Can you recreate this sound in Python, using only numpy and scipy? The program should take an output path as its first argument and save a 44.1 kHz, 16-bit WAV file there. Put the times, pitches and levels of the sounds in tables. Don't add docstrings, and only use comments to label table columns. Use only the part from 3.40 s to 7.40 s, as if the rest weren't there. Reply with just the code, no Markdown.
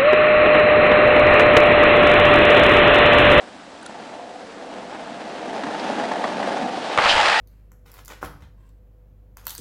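import sys
import numpy as np
from scipy import signal
from scipy.fft import rfft, irfft
from scipy.io import wavfile

SR = 44100
rng = np.random.default_rng(int(sys.argv[2]) if len(sys.argv) > 2 else 0)


def file_out(sig):
    cols = np.atleast_2d(sig).T
    lim = np.clip(cols, -1, 1)
    pcm = np.round(lim * 32767).astype(np.int16)
    wavfile.write(sys.argv[1], SR, pcm)


N = 176400

# (time [s], roar [dB], drone [dB], crackle [dB])
APPROACH = [(0, -40.5, -50, -45), (.2, -45, -46.5, -47.5), (.5, -41.5, -45.5, -45), (.68, -39.5, -44, -43),
            (.9, -39, -47, -47.5), (1.05, -44.5, -44, -45), (1.3, -36, -42.5, -44), (1.55, -38, -41.5, -41),
            (1.85, -35.5, -40.5, -40), (2.15, -30, -36, -37.5), (2.32, -30.5, -38, -35.5),
            (2.52, -26.5, -30.5, -31), (2.68, -28, -32.5, -34), (2.85, -26, -35.5, -33.5),
            (2.95, -29.5, -31, -34.5), (3.12, -25.5, -34, -31.5), (3.3, -32, -35.5, -35),
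            (3.5, -28, -39, -34)]
# (frequency [Hz], relative level [dB])
ROAR_TONE = [(150, -36), (330, -8), (420, -5.5), (480, -2), (580, -2), (700, 0.5), (800, -3), (900, -4.5),
             (1030, -15), (1400, -34.5), (3000, -43.5)]
DRONE_TONE = [(20, -48), (80, -54.5), (115, -21), (170, -6), (225, 0), (260, 0.5), (310, -1), (400, -15.5),
              (700, -26.5), (2000, -54.5)]
GRIT_TONE = [(300, -23.5), (800, 0.5), (1050, 1.5), (1350, 0.5), (1700, 0), (1900, -2.5), (2150, -5),
             (3300, -7.5), (4800, -13.5), (6500, -19.5), (9000, -28.5), (10000, -27)]
# (time [s], level [dB])
SCRAPE_LEVELS = [(3.45, -72), (3.53, -28.5), (3.572, -33.5), (3.59, -26), (3.625, -21), (3.665, -17.5),
                 (3.74, -17.5), (3.8, -17.5), (3.87, -17), (3.93, -18.5), (4.0, -20)]
SKID_LEVELS = [(2.9, -74), (3.25, -49), (3.45, -39), (3.55, -43.5), (3.62, -55), (3.7, -49), (3.8, -52),
               (4.0, -60)]
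# (frequency [Hz], relative level [dB])
SCRAPE_TONE = [(80, -29), (220, -19), (420, -9.5), (560, -2), (800, 3.5), (1050, -1.5), (1350, 1),
               (1800, -1), (2150, -4), (2700, -3), (3600, -8), (4800, -11.5), (6000, -20), (8000, -25),
               (10000, -32)]
SKID_TONE = [(800, -22), (2000, -3), (3300, 4.5), (4800, -2.5), (6500, -11), (10000, -20.5)]
# (start [s], length [s], first pitch [Hz], last pitch [Hz], width [Hz], level [dB])
WHEEL_SQUEALS = [(3.683, .04, 3250, 2915, 750, -16), (3.675, .058, 4400, 4200, 1490, -22.5),
                 (3.711, .026, 2640, 2670, 800, -18), (3.745, .125, 900, 808, 131, -22),
                 (3.902, .12, 1805, 1900, 150, -25), (3.92, .1, 788, 790, 70, -34)]
# (time [s], level [dB], rise [s], decay [s])
ROAD_SLAPS = [(3.5762, -6, .0002, 0.0023), (3.584, -7.5, 0.0025, 0.0079), (3.599, -12, .001, 0.0022),
              (3.616, -18, .001, .006), (3.639, -8.5, 0.0012, 0.0025), (3.657, -8.5, 0.0006, 0.0081)]
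# (frequency [Hz], relative level [dB])
SLAP_TONE = [(60, -15), (300, -10), (650, 3.5), (1000, 3), (1500, -1.5), (2000, -3), (3000, -8.5),
             (5000, -32.5), (10000, -43)]
CRACK_TONE = [(500, -14), (2500, 7), (5000, -11), (10000, -15)]
# (time [s], knock level [dB], rattle boost [dB])
ROAD_BUMPS = [(0.495, -26, -16), (1.527, -20, -21), (1.548, -19, -18), (2.234, -24, 4.5), (2.265, -20, -6),
              (2.347, -19, -10), (2.501, -16, -13), (2.598, -22, -2.5), (2.636, -21, 1.5), (2.714, -16, -2),
              (2.757, -22, -4), (2.838, -20, 3), (2.850, -17, -8), (2.996, -16.5, -12), (3.027, -12.5, -7),
              (3.108, -15.5, -15), (3.119, -16, -7)]
# (pitch [Hz], relative level [dB], time to fade by 60 dB [s])
BOARD_NOTES = [(241, -22.5, 0.054), (275, -21, .06), (470, -49, .04), (640, 18.5, 0.025), (786, 7, .03),
               (830, 18, 0.035), (1080, -5.5, .015)]
# (frequency [Hz], relative level [dB])
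RATTLE_TONE = [(250, -37), (700, 1), (1150, 3.5), (1400, -2.5), (1800, 4.5), (2300, -10.5), (3300, -12),
               (5000, -20.5), (10000, -32)]
# (start [s], length [s], pitch [Hz], level [dB])
TURN_HUMS = [(0.698, 0.43, 729, -42), (.85, 0.54, 476, -44.5), (1.449, .55, 670, -41.5),
             (2.217, .1, 265, -32.5), (3.052, 0.35, 741, -29), (3.207, 0.091, 261, -29.5)]
# (time [s], level [dB])
WIND_LEVELS = [(3.5, -75), (3.56, -58), (3.585, -39), (3.62, -52), (3.68, -41), (3.77, -35), (3.83, -45),
               (3.89, -49), (4.0, -60)]
# (time [s], level [dB], length [s])
HAND_SCUFFS = [(0.424, -37, 0.014), (0.458, -28, .011)]
# (frequency [Hz], relative level [dB])
WIND_TONE = [(10, -5), (35, -6), (60, -12), (120, -15), (300, -25), (1000, -64)]
SCUFF_TONE = [(300, -20), (1000, -10), (1450, 12), (2100, -20), (4000, -1), (6000, -15), (8000, -11),
              (10000, -2.5)]
AIR_TONE = [(20, -8.5), (100, 4.5), (300, -4), (1000, -3), (2200, -4.5), (4000, -3), (6500, -9.5),
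            (10000, -16)]

T = np.arange(N) / SR


def rolling():
    fade_db_per_s = 12.5
    fade = amp(-fade_db_per_s * np.maximum(T - APPROACH[-1][0], 0))
    stones = grains(per_s=1800, spread_db=3.5, share=0.49)
    road = unit(stones * amp(wander(hz=21)))
    roar = amp(-1) * level(APPROACH, column=1) * unit(colour(road, ROAR_TONE))
    drone = amp(-1.5) * level(APPROACH, column=2) * unit(colour(rng.standard_normal(N), DRONE_TONE))
    crackle = road * rng.choice([-1., 1.], N)
    grit = level(APPROACH, column=3) * unit(colour(crackle, GRIT_TONE))
    return fade * (roar + drone + grit)


def slide():
    slips = grains(per_s=3500, spread_db=3, share=0.41)
    chatter = amp(1.5 * wander(hz=120))
    scrape = unit(slips * chatter) * level(SCRAPE_LEVELS) * (T > SCRAPE_LEVELS[0][0])
    hiss = rng.standard_normal(N) * level(SKID_LEVELS)
    return colour(hiss, SKID_TONE) + colour(scrape, SCRAPE_TONE)


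def squeals():
    out, edge_s = np.zeros(N), 0.017
    for start, length, hz, end_hz, width_hz, db in WHEEL_SQUEALS:
        t = np.arange(0, length, 1 / SR)
        shape = np.clip(np.minimum(t, length - t) / edge_s, 0, 1)
        pitch = hz + (end_hz - hz) * t / length
        add(out, start, amp(db) * shape * fuzzy_tone(pitch, width_hz))
    return out


def slaps():
    clacks, crack, t = np.zeros(N), np.zeros(N), T[:SR // 8]
    for start, db, rise, decay in ROAD_SLAPS:
        shape = np.minimum(t / rise, 1) * np.exp(-np.maximum(t - rise, 0) / decay)
        add(clacks, start, amp(db) * shape * rng.standard_normal(len(t)))
    add(crack, ROAD_SLAPS[0][0], amp(-10.5) * np.exp(-t / .0005) * rng.standard_normal(len(t)))
    return colour(clacks, SLAP_TONE) + colour(crack, CRACK_TONE)


def bumps():
    knocks, rattles, t = np.zeros(N), np.zeros(N), T[:SR // 8]
    rattle_peak_s = 0.0037
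    rattle_shape = (t / rattle_peak_s) * np.exp(1 - t / rattle_peak_s)
    for start, db, boost_db in ROAD_BUMPS:
        ring = sum(amp(note_db - 60 * t / fade_s) * np.sin(2 * np.pi * hz * rng.uniform(.94, 1.06) * t)
                   for hz, note_db, fade_s in BOARD_NOTES)
        add(knocks, start, amp(db) * ring / abs(ring).max())
        add(rattles, start, amp(db + boost_db - 6) * rattle_shape * rng.standard_normal(len(t)))
    bass_cut = signal.butter(3, 170, "high", fs=SR, output="sos")
    return signal.sosfilt(bass_cut, knocks) + colour(rattles, RATTLE_TONE)


def hums():
    out = np.zeros(N)
    for start, length, hz, db in TURN_HUMS:
        t = np.arange(0, length, 1 / SR)
        swell = np.sin(np.pi * t / length)
        add(out, start, amp(db) * swell * fuzzy_tone(np.full(len(t), hz), width_hz=81))
    return out


def pebble():
    out, t = np.zeros(N), T[:SR // 8]
    ping = fuzzy_tone(hz=np.full(len(t), 4300), width_hz=1200)
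    add(out, start_s=2.395, sound=amp(-31.5) * np.exp(-t / .006) * ping)
    return out


def street_echoes(sound):
    t = T[:SR // 2]
    echoes_per_s, fade_s = 2000, 0.27
    echoes = rng.standard_normal(len(t)) * (rng.random(len(t)) < echoes_per_s / SR)
    echoes *= (t > .01) * amp(-60 * t / fade_s)
    return amp(-9.5) * signal.oaconvolve(sound, echoes / np.linalg.norm(echoes))[:N]


def scuffs():
    out = np.zeros(N)
    for start, db, length in HAND_SCUFFS:
        swell = np.hanning(round(length * SR))
        add(out, start, amp(db) * swell * rng.standard_normal(N)[:len(swell)])
    return colour(out, SCUFF_TONE)


def wind():
    return level(WIND_LEVELS) * unit(colour(rng.standard_normal(N), WIND_TONE))


def background():
    air = amp(-51.5) * colour(rng.standard_normal(N), AIR_TONE)
    whine = amp(-67) * fuzzy_tone(hz=np.full(N, 7670), width_hz=130)
    return air + whine


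def grains(per_s, spread_db, share):
    clicks = (rng.random(N) < per_s / SR) * rng.choice([-1., 1.], N)
    sizes = amp(spread_db * np.minimum(rng.exponential(1, N), 3))
    return np.sqrt(share) * unit(clicks * sizes) + np.sqrt(1 - share) * rng.standard_normal(N)


def fuzzy_tone(hz, width_hz):
    noise = rng.standard_normal((2, N))
    smoothing = signal.butter(2, width_hz / 2, fs=SR, output="sos")
    flutter = signal.sosfilt(smoothing, noise[0] + 1j * noise[1])[-len(hz):]
    return unit((flutter * np.exp(2j * np.pi * np.cumsum(hz) / SR)).real)


def wander(hz):
    f = np.fft.rfftfreq(N, 1 / SR)
    weights = (f / hz) / (1 + (f / hz) ** 4) / np.sqrt(f + 2)
    return unit(irfft(rfft(rng.standard_normal(N)) * weights, N))


def colour(sound, tone, size=4096):
    hz, db = np.transpose(tone)
    f = abs(np.fft.fftfreq(size, 1 / SR))
    log_gain = np.log(amp(np.interp(np.log(f + 1), np.log(hz), db)))
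    response = np.exp(np.conj(signal.hilbert(log_gain)))
    kernel = np.fft.ifft(response).real[:size // 2]
    return signal.oaconvolve(sound, kernel / np.linalg.norm(kernel))[:len(sound)]


def level(rows, column=1):
    rows = np.array(rows)
    return amp(np.interp(T, rows[:, 0], rows[:, column]))


def amp(db):
    return 10 ** (np.asarray(db) / 20)


def unit(sound):
    return sound / np.sqrt(np.mean(sound ** 2) + 1e-20)


def add(mix, start_s, sound):
    part = mix[round(start_s * SR):][:len(sound)]
    part += sound[:len(part)]


def scene():
    board = rolling() + hums() + bumps() + pebble() + slaps() + slide() + squeals()
    return (board + street_echoes(board) + scuffs() + wind() + background())[None]


def record(dry):
    ceiling = np.where(dry > 0, .5, .85)
    squashed = dry / (1 + (dry / ceiling) ** 4) ** (1 / 4)
    treble_cut = signal.firwin(1023, cutoff=10080, window=("kaiser", 9), fs=SR)
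    return signal.oaconvolve(squashed, treble_cut[None], "same")


dry = scene()
out = record(dry)
file_out(out)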